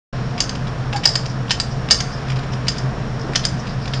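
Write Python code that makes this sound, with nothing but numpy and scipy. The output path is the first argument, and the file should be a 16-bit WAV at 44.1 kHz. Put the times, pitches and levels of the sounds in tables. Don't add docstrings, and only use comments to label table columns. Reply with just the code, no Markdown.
import sys
import numpy as np
from scipy import signal
from scipy.fft import rfft, irfft
from scipy.io import wavfile
from scipy.ndimage import uniform_filter1d, minimum_filter1d

SR = 44100
rng = np.random.default_rng(int(sys.argv[2]) if len(sys.argv) > 2 else 0)


def store_wav(level_fs):
    pcm = np.round(np.clip(np.atleast_2d(level_fs), -1, 1) * 32767)
    wavfile.write(sys.argv[1], SR, pcm.T.astype(np.int16))


N = 176400
HIT_N = 16384
TIME, FREQ, HIT_FREQ = np.arange(N) / SR, np.fft.rfftfreq(N, 1 / SR), np.fft.rfftfreq(HIT_N, 1 / SR)


def undb(db):
    return 10 ** (np.asarray(db) / 20)


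def unit(x):
    return x / np.sqrt(np.mean(x ** 2))


def unit_hit(x):
    return x / np.sqrt(np.sum(x ** 2) / (SR / 100))


def add(out, start_s, x):
    i = int(start_s * SR)
    out[i:i + len(x)] += x[:len(out) - i]


def gain_at(hz, points):
    f, db = np.array(points, float).T
    return undb(np.interp(np.log(hz + 1), np.log(f), db))


def colour(x, gain):
    cepstrum = irfft(np.log(gain + 1e-4))
    cepstrum[1:len(x) // 2] *= 2
    cepstrum[len(x) // 2 + 1:] = 0
    return irfft(rfft(x) * np.exp(rfft(cepstrum)))


def wander(rate_hz):
    hold = int(SR / rate_hz)
    steps = np.repeat(rng.standard_normal(N // hold + 1), hold)
    return unit(uniform_filter1d(uniform_filter1d(steps, hold), hold)[:N])


def resonant_noise(hz, width_hz):
    detuning = (FREQ - hz) / (0.72 * width_hz)
    return unit(irfft(rfft(rng.standard_normal(N)) / (1 + detuning ** 2), N))


# f/Hz, relative level/dB
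TRAFFIC_SPECTRUM = [(20, -3.5), (28, 1.5), (40, -3.5), (60, -0.5), (80, -3), (160, 1), (220, -1.5),
                    (340, -11.5), (680, -11.5), (850, -15), (1100, -13.5), (1750, -17.5), (2050, -23),
                    (4200, -30), (5600, -30.5), (6200, -37.5), (7100, -37), (7800, -52.5), (8800, -41.5)]
# f/Hz, width/Hz, level/dB
CITY_DRONES = [(28.5, 5, -38.5), (54, 7.2, -41), (128.4, 10.7, -25.5), (453, 24, -44), (715.5, 18, -45),
               (5450, 310, -52.5)]


def city():
    swell_db = 0.4 * wander(2.4)
    highpass = FREQ ** 2 / (FREQ ** 2 + 14 ** 2)
    spectrum = rfft(rng.standard_normal(N)) * gain_at(FREQ, TRAFFIC_SPECTRUM) * highpass
    octave = np.clip(np.log2((FREQ + 1) / 20), 0, 9)
    traffic = np.zeros(N)
    for k in range(10):
        band = irfft(spectrum * np.maximum(1 - abs(octave - k), 0), N)
        flicker_db = 0.7 * wander(12)
        traffic += band * undb(swell_db + flicker_db)
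    drones = sum(undb(db) * resonant_noise(hz, width) for hz, width, db in CITY_DRONES)
    return undb(-27) * unit(traffic) + drones


# delay t/s, level/dB
REFLECTIONS = [(.0062, -21), (.0165, -15), (.0355, -19)]


def walkway(direct):
    t = np.arange(SR) / SR
    build_up = 1 - np.exp(-t / .006)
    response = np.zeros(SR)
    for db, t60 in ((-12.5, .14), (-13.5, .49)):
        tail = rng.standard_normal(SR) * np.exp(-np.log(1000) * t / t60) * build_up
        response += undb(db) * tail / np.linalg.norm(tail)
    for delay, db in REFLECTIONS:
        response[int(delay * SR)] += undb(db)
    return direct + signal.fftconvolve(direct, response)[:N]


# centre t/s, level/dB, f/Hz, half-length t/s
PAD_SQUEAKS = [(1.302, -36.5, 5200, 0.011), (1.721, -37.5, 5300, 0.013), (2.137, -38, 5250, 0.015),
               (2.181, -38, 5000, 0.0089), (2.533, -36.5, 5470, 0.011), (3.198, -37, 5300, 0.0043),
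               (3.217, -36, 5300, 0.0055), (3.602, -36, 5570, 0.011), (3.695, -39, 4800, 0.026),
               (3.832, -39, 5000, 0.02), (3.96, -34, 4800, 0.035)]


def pad_chirps():
    return sum(undb(db) * np.exp(-((TIME - centre) / half) ** 2) * resonant_noise(hz, width_hz=610)
               for centre, db, hz, half in PAD_SQUEAKS)


# centre t/s, level/dB, half-length t/s
TYRE_SCUFFS = [(2.878, -36, 0.038), (2.97, -31.5, 0.033), (3.283, -26, 0.036)]
# f/Hz, relative level/dB
RUBBER_SPECTRUM = [(120, -18.5), (250, 1), (360, 4.5), (540, -4), (730, -2), (1200, -14), (2200, -29),
                   (5000, -48)]


def tyre_scuffs():
    grit = rng.standard_normal(N) * undb(4 * wander(300))
    rub = unit(irfft(rfft(grit) * gain_at(FREQ, RUBBER_SPECTRUM), N))
    swells = sum(undb(db) * np.exp(-((TIME - centre) / half) ** 2) for centre, db, half in TYRE_SCUFFS)
    return rub * swells


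def tyre_squeak(peak_s=.962, hz=810, rise_s=.018, fall_s=.008):
    t = TIME - peak_s
    pitch = hz * (1 + 0.022 * wander(400))
    phase = 2 * np.pi * np.cumsum(pitch) / SR
    envelope = np.exp(-np.where(t < 0, t / rise_s, t / fall_s) ** 2)
    rasp = undb(3 * wander(500))
    return undb(-18.5) * envelope * rasp * (np.sin(phase) + undb(-15.5) * np.sin(2 * phase))


def chatter(length_s, decay_s=0.0023):
    t = np.arange(HIT_N) / SR
    grains = np.repeat(undb(4 * rng.standard_normal(HIT_N // 32)), 32)
    envelope = np.exp(-.7 * np.minimum(t / length_s, 1) - np.maximum(t - length_s, 0) / decay_s)
    return rng.standard_normal(HIT_N) * grains * envelope


def ring(force, modes, focus_hz, lift_db):
    nearest = min(abs(hz - focus_hz) for hz, _, _ in modes)
    out = 0
    for hz, db, t60 in modes:
        detuned_hz = hz * (1 + .001 * rng.standard_normal())
        pole = np.exp((2j * np.pi * detuned_hz - np.log(1000) / t60) / SR)
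        vibration = unit_hit(signal.lfilter([1], [1, -pole], force).imag)
        favoured = abs(hz - focus_hz) <= min(nearest, 250)
        out = out + undb(db + lift_db * favoured) * vibration
    return unit_hit(out)


# f/Hz, relative level/dB, T60/s
LEVER_FRAME_MODES = [(1838, -2, 0.045), (2285, -12.5, 0.026), (3020, -0.5, 0.032), (3260, -6.5, 0.049),
                     (3360, -5.5, 0.15), (3610, -1, 0.12), (3960, -5, 0.094)]


def frame_ring(force, focus_hz, lift_db):
    return ring(force, LEVER_FRAME_MODES, focus_hz, lift_db)


# f/Hz, relative level/dB, T60/s
BRAKE_MODES = [(4590, -9.5, 0.22), (4760, 1.5, 0.15), (4780, -6, .06), (4865, -3, .04), (5020, -1, 0.023),
               (5380, -2.5, 0.13), (6220, -13.5, 0.15), (6300, -10, 0.14), (7100, -6.5, 0.075),
               (8360, -14, 0.027)]


def brake_ring(force, focus_hz=0, lift_db=0):
    return ring(force, BRAKE_MODES, focus_hz, lift_db)


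# t/s, level/dB, centre f/Hz, length t/s
LIGHT_CONTACTS = [(0.3783, -28.5, 3270, .014), (.5525, -33, 3800, 0.0047), (0.669, -34.5, 3420, 0.015),
                  (.9280, -24.5, 2440, 0.0081), (1.0347, -21.5, 2900, 0.018), (1.2560, -30.5, 5140, .008),
                  (1.482, -38, 3000, 0.0039), (1.495, -27.5, 4000, 0.012), (1.886, -29.5, 3000, .003),
                  (1.902, -23, 4470, .008), (2.2824, -34, 2000, 0.004), (2.2984, -28, 2590, 0.0084),
                  (2.3180, -32, 2260, 0.01), (2.359, -33.5, 3620, 0.013), (2.389, -34.5, 3200, .008),
                  (2.4308, -38.5, 2930, 0.0094), (2.5346, -34, 2840, 0.0043), (2.668, -28.5, 2930, 0.017),
                  (2.768, -36.5, 3060, .006), (3.3335, -30.5, 1680, 0.0037), (3.3510, -26, 2450, 0.0044),
                  (3.433, -28, 4250, .016), (3.668, -34.5, 2700, 0.014), (3.8560, -32.5, 3200, .006),
                  (3.876, -33, 4800, 0.0082), (3.9357, -24, 3300, 0.0077)]


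def ticks():
    out = np.zeros(N)
    lowpass = 1 / (1 + (HIT_FREQ / 6000) ** 10)
    for start, db, hz, length in LIGHT_CONTACTS:
        force = chatter(length)
        octaves_off = np.log2((HIT_FREQ + 1) / hz)
        scratch = unit_hit(colour(force, lowpass / (1 + octaves_off ** 2)))
        add(out, start, undb(db) * (scratch + undb(-6) * brake_ring(force)))
    return out


# f/Hz, relative level/dB
KNOCK_SPECTRUM = [(100, -22), (300, -4.5), (900, -0.5), (1700, 3.5), (2300, 0), (4000, -42.5)]
CLACK_SPECTRUM = [(1200, -16), (2200, -13.5), (3000, -4), (4000, -3), (5200, 4), (7000, -27)]
CRACK_SPECTRUM = [(4000, -17.5), (5300, -4.5), (6200, 8.5), (7100, 0), (7700, -21), (8600, -11.5),
                  (10000, -18)]
# t/s, ring level/dB, favoured f/Hz, its lift/dB,
# knock level/dB, relative clack level/dB, crack level/dB, chatter length t/s
BRAKE_SNAPS = [(.4040, -13.5, 4730, 3, -30, -24.5, -18.5, 0.0052),
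               (0.494, -28, 4800, 7, -43, -29.5, -32, 0.0041),
               (.9600, -26, 4572, 12, -33, -29.5, -37.5, 0.017),
               (1.0550, -2, 5024, 19.5, -15.5, -22.5, -23, 0.0086),
               (1.1552, -15, 5024, 10.5, -26.5, -29.5, -28.5, 0.0058),
               (1.5072, -18.5, 2965, 7.5, -24.5, -14, -24.5, 0.013),
               (1.6, -16, 4830, 11, -33, -28, -32, 0.0068), (1.9089, -3, 4940, 7, -20, -13.5, -11.5, .010),
               (2.004, -40, 4715, 7, -26.5, -23.5, -25.5, 0.0083),
               (2.6831, -16.5, 4825, 11.5, -33, -20.5, -26.5, 0.0078),
               (2.7825, -28, 4825, 8, -44, -37.5, -40, 0.0081),
               (3.3564, -21.5, 2965, 10, -26, -14, -19.5, 0.0088),
               (3.4517, -15.5, 5024, 8, -34, -24, -24, 0.0046)]


def brake_snaps():
    out = np.zeros(N)
    for start, ring_db, focus_hz, lift_db, knock_db, clack_db, crack_db, length in BRAKE_SNAPS:
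        force = 0.13 * chatter(0.73 * length)
        force[0] += 1
        add(out, start, undb(ring_db) * brake_ring(force, focus_hz, lift_db))
        add(out, start, undb(clack_db - 5.5) * frame_ring(force, focus_hz, lift_db))
        bands = (knock_db, KNOCK_SPECTRUM), (clack_db - 0.5, CLACK_SPECTRUM), (crack_db, CRACK_SPECTRUM)
        for db, spectrum in bands:
            burst = colour(chatter(length), gain_at(HIT_FREQ, spectrum))
            add(out, start, undb(db) * unit_hit(burst))
    return out


def scene():
    bicycle = brake_snaps() + ticks() + pad_chirps() + tyre_squeak() + tyre_scuffs()
    return (walkway(bicycle) + city())[None]


def limiter(x, threshold_db=4, attack_s=.0006, release_s=0.054):
    recovery = TIME / release_s
    excess = np.log(np.maximum(abs(x) / undb(threshold_db), 1))
    gain = np.exp(recovery - np.maximum.accumulate(excess + recovery, axis=-1))
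    window = int(attack_s * SR)
    return x * uniform_filter1d(minimum_filter1d(gain, window), window)


def record(dry, onset_s=0.1262, ceiling_db=-.7, cutoff_hz=8750):
    limited = limiter(dry)
    saturated = limited / (1 + abs(limited / undb(ceiling_db)) ** 6) ** (1 / 6)
    fade_in = np.clip((TIME - onset_s) / .005, 0, 1)
    lowpass = signal.ellip(10, .2, 70, cutoff_hz, fs=SR, output="sos")
    return signal.sosfilt(lowpass, saturated * fade_in)


dry = scene()
out = record(dry)
store_wav(out)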